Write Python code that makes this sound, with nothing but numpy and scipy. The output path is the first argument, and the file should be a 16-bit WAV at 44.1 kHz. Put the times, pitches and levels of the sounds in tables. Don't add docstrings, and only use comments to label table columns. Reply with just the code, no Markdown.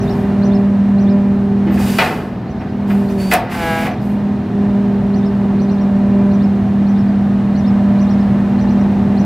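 import sys
import numpy as np
from scipy import signal
from scipy.fft import rfft, irfft, next_fast_len
from scipy.io import wavfile
from scipy.ndimage import uniform_filter1d, map_coordinates

SR = 44100
rng = np.random.default_rng(int(sys.argv[2]) if len(sys.argv) > 2 else 0)


def dump(signal):
    limited = np.clip(np.atleast_2d(signal).T, -1, 1)
    pcm = np.round(limited * 32767).astype(np.int16)
    wavfile.write(sys.argv[1], SR, pcm)


N = 407925
TOP_HZ = 15750


def amp(db):
    return 10 ** (np.asarray(db) / 20)


def unit(x):
    return x / np.sqrt(np.mean(x ** 2) + 1e-20)


def clock():
    return np.arange(N) / SR


def along(points, hz):
    f, v = np.transpose(points)
    return np.interp(np.log(hz + 1), np.log(f + 1), v)


def curves(rows):
    s, *columns = np.transpose(rows)
    return [np.interp(clock(), s, column) for column in columns]


def wobble(rate):
    knots = rng.standard_normal(1024)
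    coarse = clock()[::64]
    smooth = map_coordinates(knots, [coarse * rate], mode="mirror")
    return np.interp(clock(), coarse, smooth)


def angle(hz):
    return 2 * np.pi * np.cumsum(hz) / SR


def tone(phase, waver):
    start = rng.uniform(0, 2 * np.pi)
    in_phase = (1 + waver * wobble(17)) * np.sin(phase + start)
    quadrature = waver * wobble(17) * np.cos(phase + start)
    return np.sqrt(2) * (in_phase + quadrature)


def held(t, length, rise, t60):
    return np.clip(t / rise, 0, 1) * amp(-60 * np.maximum(t - length, 0) / t60)


def filtered(x, response):
    n = x.shape[-1]
    m = next_fast_len(n + 8192)
    return irfft(rfft(x, m) * response(np.fft.rfftfreq(m, 1 / SR)), m)[..., :n]


def colour(points):
    return lambda hz: amp(along(points, hz))


def tilted(response, tilt_db):
    return lambda hz: response(hz) * amp(tilt_db * np.log2(hz + 20))


def speckled(response, depth_db, spacing_hz):
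    knots = rng.standard_normal(4096)
    return lambda hz: response(hz) * amp(depth_db * np.interp(hz / spacing_hz, np.arange(len(knots)), knots))


# f/Hz, correlation (1 = mono)
LIKENESS = [(60, .998), (200, .99), (550, .96), (1650, .92), (5000, .76), (15000, .45)]


def noise(response, size, width=1):
    def spread(hz):
        turn = width * np.arccos(np.clip(along(LIKENESS, hz), -1, 1)) / 2
        return response(hz) * np.array([np.cos(turn), np.sin(turn)])
    mid, side = filtered(rng.standard_normal((2, size)), spread)
    return unit(np.array([mid + side, mid - side]))


# t/s at the top of the first note, number of notes, level/dB,
# drop per note as a share of the first pitch
BIRD_PHRASES = [(.016, 2, -40, .085), (.457, 2, -41, 0.11), (1.015, 2, -43, .12), (2.507, 3, -51, .08),
                (3.11, 1, -45.5, 0), (3.917, 2, -49.5, .13), (5.169, 2, -44, 0.11), (5.625, 3, -44, .03),
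                (6.344, 2, -45, 0.11), (6.897, 3, -46.5, 0.1), (7.584, 2, -42.5, .11),
                (8.018, 3, -42.5, 0.056), (8.617, 3, -43.5, .02), (9.203, 1, -41.5, 0)]
# t/s from its top, share of the top pitch, level/dB
BIRD_NOTE = [(-.048, .6, -20), (-.034, .66, -1), (-.021, .73, -1), (-.012, .9, -6), (-.004, 1, -1),
             (.006, .99, -2), (.017, .88, -8), (.032, .7, -18)]
BIRD_HZ, NOTE_GAP_S = 6045, .096
LAST_NOTE_DB, FLUTTER_DB = -4, 2
BIRD_ECHO_DB, BIRD_ECHO_T60_S = -1, 0.12


def bird():
    song = np.zeros(N)
    when, share, shape_db = np.transpose(BIRD_NOTE)
    t = np.arange(when[0], when[-1], 1 / SR)
    arch = uniform_filter1d(np.interp(t, when, share), size=300)
    for s, notes, db, drop in BIRD_PHRASES:
        for k in range(round(notes)):
            quaver = 1 + 0.015 * np.sin(2 * np.pi * rng.uniform(180, 320) * t)
            flutter = signal.resample(rng.standard_normal(size=16), len(t))
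            level_db = db + LAST_NOTE_DB * (k == 2) + np.interp(t, when, shape_db) + FLUTTER_DB * flutter
            pitch_hz = BIRD_HZ * (1 - drop * k) * arch * quaver
            note = amp(level_db) * np.sin(angle(pitch_hz))
            song += np.interp(clock(), s + k * NOTE_GAP_S + t, note, left=0, right=0)
    tail = rng.standard_normal((2, SR // 2)) * amp(-60 * clock()[:SR // 2] / BIRD_ECHO_T60_S)
    echo = signal.fftconvolve(song[None], tail / np.linalg.norm(tail[0]), axes=1)
    return song + amp(BIRD_ECHO_DB) * echo[:, :N]


# t/s, level/dB, f/Hz, decay t60/s
BODY_THUDS = [(1.661, -14, 324, 0.33), (1.681, -29.5, 68.7, 0.62), (3.271, -22.5, 61.7, 0.32),
              (6.612, -10.5, 106.5, 0.2)]


def thuds():
    out = np.zeros(N)
    for s, db, hz, t60 in BODY_THUDS:
        age = np.maximum(clock() - s, 0)
        swing = tone(2 * np.pi * hz * age, waver=0.12)
        out += amp(db - 60 * age / t60) * (1 - np.exp(-age / .012)) * swing
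    return out


# f/Hz, relative level/dB per Hz
OIL_JET = [(350, -29.5), (700, -5), (1200, -6.5), (2200, -3), (3200, -6), (4500, -9), (6300, -11.5),
           (7500, -12.5), (12000, -12), (14500, -14.5), (15700, -20.5)]
# start t/s, end t/s, level/dB, die-away t60/s, tilt/dB per octave
VALVE_OPENINGS = [(0, 0.203, -50.5, .58, 1), (1.711, 1.77, -37, .11, -1.5), (1.766, 2.043, -30, 0.56, 0),
                  (2.858, 2.957, -44.5, .94, 0.5), (3.069, 3.183, -46.5, .2, 0),
                  (3.171, 3.351, -36.5, .13, -1), (3.301, 3.336, -22.5, .16, 3),
                  (3.492, 3.868, -34.5, .15, -0.2), (3.988, 4.144, -53, 0.18, 3)]
VALVE_RISE_S = 0.035


def valves():
    out, t = np.zeros((2, N + SR)), np.arange(SR) / SR
    jet = speckled(colour(OIL_JET), depth_db=3.0, spacing_hz=114.6)
    for start, end, db, t60, tilt_db in VALVE_OPENINGS:
        opening = amp(db) * held(t, end - start, VALVE_RISE_S, t60)
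        hiss = noise(tilted(jet, tilt_db), SR, width=.65)
        out[:, max(round(start * SR), 0):][:, :SR] += opening * hiss
    return out[:, :N] * amp(0.93 * wobble(27))


# start t/s, end t/s, start f/Hz, end f/Hz, level/dB
EDGE_WHISTLES = [(1.698, 1.77, 14360, 14600, -43), (2.892, 2.95, 14430, 14700, -42.5),
                 (3.173, 3.339, 4440, 4630, -37)]


def whistles():
    out, t = np.zeros(N), clock()
    for start, end, hz0, hz1, db in EDGE_WHISTLES:
        phase = angle(np.interp(t, [start, end], [hz0, hz1]) * (1 + 0.011 * wobble(900)))
        gate = np.clip(np.minimum(t - start, end - t) / 0.032, 0, 1)
        overtone = amp(-12) * (2 * hz1 < TOP_HZ) * np.sin(2 * phase)
        out += amp(db + 1.5 * wobble(110)) * gate * (np.sin(phase) + overtone)
    return out


# centre f/Hz, width f/Hz, level/dB
HOPPER_PLATES = [(480, 140, -13), (717, 87, 3.5), (753, 32, 7.5), (1110, 52, -11.5), (1700, 60, -21.5),
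                 (1870, 53, -25), (2520, 60, -22)]


def plates(hz):
    total = 0
    for k, (centre, width, db) in enumerate(HOPPER_PLATES):
        damping = 1j * hz * width
        total = total + (-1) ** k * amp(db) * damping / (centre * centre - hz * hz + damping)
    return total


# f/Hz, relative level/dB per Hz
STEEL_RING = [(150, -26), (400, -3), (700, -2), (1150, -3.5), (1480, -3.5), (2050, 2.5), (2900, -7),
              (3600, -14.5), (4900, -18), (6500, -32.5), (15000, -34)]
# t/s, f/Hz
GROAN_PITCH = [(3.46, 177), (3.59, 170), (3.65, 165.5), (3.72, 163.5), (3.78, 163.5), (3.87, 167)]
# f/Hz, relative level/dB of a harmonic
GROAN_BODY = [(165, -10.5), (330, -6), (495, -2), (660, 0), (820, 2.5), (985, -7), (1150, -11),
              (1310, -6.5), (1470, -8), (1640, 0), (1800, -17), (1970, -11), (2330, -8.5), (2620, -23),
              (2790, -12), (3000, -19), (3780, -23), (5000, -30)]
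GROAN_S, GROAN_WIDTH_S, GROAN_DB = 3.71, 0.16, -18.5
SCRAPE_START_S, SCRAPE_END_S, SCRAPE_RISE_S, SCRAPE_T60_S = 3.485, 3.87, .05, 0.31
SCRAPE_DB, SCRAPE_YIELD_DB = -24.5, 13.5
SCRAPE_ROUGH_DB, SCRAPE_CATCH_RATE = 3, 110


def groan(count=32):
    on = np.abs(clock() - GROAN_S) < .5
    t, hz = clock()[on], curves(GROAN_PITCH)[0][on]
    phase = angle(hz * (1 + 0.0021 * wobble(60)[on]))
    lock = np.exp(-((t - GROAN_S) / GROAN_WIDTH_S) ** 2)
    body = colour(GROAN_BODY)
    lines = sum(body(k * hz) * np.sin(k * phase + rng.uniform(0, 2 * np.pi)) for k in range(1, count))
    groaning = amp(GROAN_DB) * lock * unit(lines)
    scrape = noise(lambda f: colour(STEEL_RING)(f) + 2.0 * np.abs(plates(f)), len(t), width=.7)
    sliding = held(t - SCRAPE_START_S, SCRAPE_END_S - SCRAPE_START_S, SCRAPE_RISE_S, SCRAPE_T60_S)
    sliding = sliding * amp(SCRAPE_ROUGH_DB * wobble(SCRAPE_CATCH_RATE)[on])
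    out = np.zeros((2, N))
    out[:, on] = groaning + amp(SCRAPE_DB - SCRAPE_YIELD_DB * lock ** 2) * sliding * scrape
    return out


SNAP_S, SNAP_DB, SNAP_T60_S = 3.337, -5.5, 0.016
SNAP_TILT_DB = 4.5


def snap():
    age = clock() - SNAP_S
    burst = noise(tilted(np.ones_like, SNAP_TILT_DB), N, width=.8)
    return amp(SNAP_DB) * held(age, .001, .001, SNAP_T60_S) * burst


# t/s, level/dB, plate boom level/dB against it, base ring t60/s
BLADE_BLOWS = [(1.665, -27.5, -11.5, 0.18), (1.692, -29.5, -10.5, 0.12), (1.771, -24.5, -15.5, 0.13),
               (1.985, -8, -16, .2), (2.012, -18.5, -3, .24), (2.038, -21, 2.5, 0.41), (2.6, -33, 3, 0.24),
               (2.897, -23.5, -7, .14), (3.313, -10.5, -4, 0.18), (3.334, -12.5, 4, .1),
               (3.85, -29, 8, 0.37)]
# f/Hz, multiple of the base ring time
STEEL_DAMPING = [(300, 3.2), (800, 2.7), (2000, 0.99), (5000, 1.3), (12000, 0.64)]
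HARD_BLOW_DB, BRIGHTENS = -11, .17
CRACK_DB, CRACK_GROWS, CRACK_T60_S = -13.5, .8, .018
AFTERRING_DB, AFTERRING_T60_S = -20.5, 1
CONTACT_S, CONTACT_SLOWS = 0.0016, 0.73


def clanks():
    out, t = np.zeros((2, N + SR)), np.arange(SR) / SR
    steel = speckled(colour(STEEL_RING), depth_db=3.5, spacing_hz=30.47)
    for s, db, boom_db, t60 in BLADE_BLOWS:
        force_db = db - HARD_BLOW_DB
        struck = noise(tilted(steel, BRIGHTENS * force_db), SR, width=0.75)
        hz, age, bands = signal.stft(struck, SR, nperseg=256)
        fade_db = -60 * age / along(STEEL_DAMPING, hz)[:, None]
        decay = amp(fade_db / t60) + amp(AFTERRING_DB + fade_db / AFTERRING_T60_S)
        ring = signal.istft(bands * decay, SR, nperseg=256)[1][:, :SR]
        boom_decay = amp(boom_db - 60 * t / (t60 * 0.89)) + amp(boom_db - 8.0 - 60 * t / 0.5)
        boom = noise(plates, SR, width=.7) * boom_decay
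        crack_db = CRACK_DB + CRACK_GROWS * force_db - 60 * t / CRACK_T60_S
        crack = amp(crack_db) * noise(np.ones_like, SR, width=.6)
        rise = 1 - np.exp(-t / (CONTACT_S * amp(-CONTACT_SLOWS * force_db)))
        out[:, round(s * SR):][:, :SR] += amp(db) * (crack + (ring + boom) * rise)
    return out[:, :N]


# multiple of the crank rate, level/dB against the drone
EXHAUST_LINES = [(3, -18), (4.5, -11), (5, -19.5), (5.5, -13.5), (6, -8), (7, -18.5), (8, -16.5), (9, -8.5),
                 (11, -12.5), (12, 0.5), (13, -11.5), (15, -33.5), (18, -19.5), (24, -22.5)]
# f/Hz, relative level/dB per Hz
RUMBLE_SPECTRUM = [(20, -44.5), (32, -21), (55, -2.5), (100, 0), (165, 4), (260, -1.5), (330, -2.5),
                   (450, -11), (700, -43), (1500, -84)]
# f/Hz, relative level/dB per Hz
CLATTER_SPECTRUM = [(250, -36), (430, -11.5), (472, -7.5), (556, -8.5), (603, -6), (647, -5.5), (808, -5.5),
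                    (940, -11), (1020, -12.5), (1320, -16.5), (1810, -18.5), (3130, -29), (4000, -32.5),
                    (5880, -41), (7000, -46.5), (9100, -76), (15400, -120)]
# f/Hz, relative level/dB per Hz
FLOW_SPECTRUM = [(2500, -28.5), (5000, -4), (7000, 0.5), (9200, 0.5), (10200, -4.5), (14000, -4),
                 (16000, -8.5)]
# t/s, level/dB
ENGINE_DRIFT = [(0, 3.5), (.2, 3), (.7, -0.5), (1.5, -1), (1.85, 3), (2.3, -.5), (4.7, 0.4), (7.2, 0.5),
                (8.3, 2.36), (9.25, 2.5)]
HUM_REFERENCE_DB = -12.5
DRONE_DB, DRONE_FOLLOW = -23.5, 0.46
RUMBLE_DB, RUMBLE_FOLLOW = -24, 0.017
CLATTER_DB, CLATTER_FOLLOW = -31, 0.18
FLOW_DB, FLOW_FOLLOW = -59.5, .35


def diesel(crank, hum_db):
    drift_db, = curves(ENGINE_DRIFT)
    change_db = uniform_filter1d(hum_db - HUM_REFERENCE_DB, size=SR // 4)
    orders = sum(amp(db) * tone(k * crank, waver=.16) for k, db in EXHAUST_LINES)
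    exhaust = amp(DRONE_DB + DRONE_FOLLOW * change_db) * orders
    rumble = amp(RUMBLE_DB + RUMBLE_FOLLOW * change_db) * noise(colour(RUMBLE_SPECTRUM), N)
    cycle = rng.standard_normal(SR // 10)
    pattern = np.interp(crank / (4 * np.pi), np.arange(len(cycle)) / len(cycle), cycle, period=1)
    body = speckled(colour(CLATTER_SPECTRUM), depth_db=2.0, spacing_hz=29.56)
    ticking = unit(noise(body, N) + 0.16 * unit(filtered(pattern, body)))
    firing = unit(1 + 0.042 * np.cos(3 * crank) + 0.019 * np.cos(crank) + 0.071 * np.cos(10 * crank))
    clatter = amp(CLATTER_DB + CLATTER_FOLLOW * change_db) * firing * ticking
    flow = amp(FLOW_DB + FLOW_FOLLOW * change_db) * noise(colour(FLOW_SPECTRUM), N)
    return amp(drift_db) * (exhaust + rumble + clatter + flow)


# t/s, second harmonic level/dB, third harmonic level/dB
HUM_OVERTONES = [(0, -23.5, -34.5), (.6, -27.5, -35), (.8, -38.5, -41), (1.15, -27.5, -33),
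                 (1.55, -27, -43.5), (2.6, -35.5, -57.5), (3.15, -24, -32.5), (4.1, -37, -36.5),
                 (4.8, -25.5, -40), (6.25, -28.5, -34.5), (6.7, -37, -51), (7.8, -50, -37),
                 (9.25, -30.5, -38.5)]
# multiple of the tooth rate, level/dB against the third harmonic
PUMP_WHINE = [(3, 2), (4, -12.5), (5, -8.5), (6, -19.5), (7, -21), (9, -21.5), (12, -23), (14, -27)]
OVERTONE_FOLLOW, OVERTONE_WANDER_DB = .6, 1.5
WHINE_UNDER_DB = 10
HUM_WANDER_DB, HUM_WANDER_RATE = 0.98, 6


def pump(tooth, hum_db):
    change_db = OVERTONE_FOLLOW * (hum_db - HUM_REFERENCE_DB)
    second_db, third_db = [db + change_db + OVERTONE_WANDER_DB * wobble(HUM_WANDER_RATE)
                           for db in curves(HUM_OVERTONES)]
    hum = amp(hum_db) * tone(tooth, waver=0.037) + amp(second_db) * tone(2 * tooth, waver=0.2)
    whine_db = np.minimum(third_db, hum_db - WHINE_UNDER_DB)
    whine = sum(amp(db) * tone(k * tooth, waver=0.15) for k, db in PUMP_WHINE)
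    return hum + amp(whine_db) * whine


# t/s, pump tooth rate f/Hz
TOOTH_RATE = [(0, 199), (1.8, 199.2), (2.1, 196.8), (2.4, 201.1), (2.65, 202), (3, 199.9), (3.2, 195),
              (3.32, 190), (3.6, 204.7), (3.8, 206.3), (4.4, 201.9), (5.1, 199.4), (6, 198.6), (6.6, 199.6),
              (9.25, 199.8)]
# t/s, tooth tone level/dB
HUM_LEVEL = [(0, -18), (.13, -20), (.48, -11.5), (1.65, -13), (1.97, -14.5), (2.06, -30), (2.52, -28.5),
             (2.78, -21.5), (2.94, -11.5), (3.1, -19.5), (3.3, -17.5), (3.38, -36.5), (3.6, -29.5),
             (3.84, -22), (3.98, -26.5), (4.06, -18), (4.33, -15.5), (4.44, -23), (4.6, -13.5), (5.6, -15),
             (6.25, -11), (6.5, -14), (9.25, -13.5)]


def scene():
    tooth = angle(curves(TOOTH_RATE)[0])
    hum_db = curves(HUM_LEVEL)[0] + HUM_WANDER_DB * wobble(HUM_WANDER_RATE)
    drone = pump(tooth, hum_db) * amp([[-.45], [.45]]) + diesel(tooth / 10, hum_db)
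    return drone + valves() + whistles() + groan() + clanks() + snap() + thuds() + bird()


def record(dry):
    rounded = dry / (1 + np.abs(dry) ** 8) ** (1 / 8)
    return filtered(rounded, lambda hz: hz < TOP_HZ)


dry = scene()
out = record(dry)
dump(out)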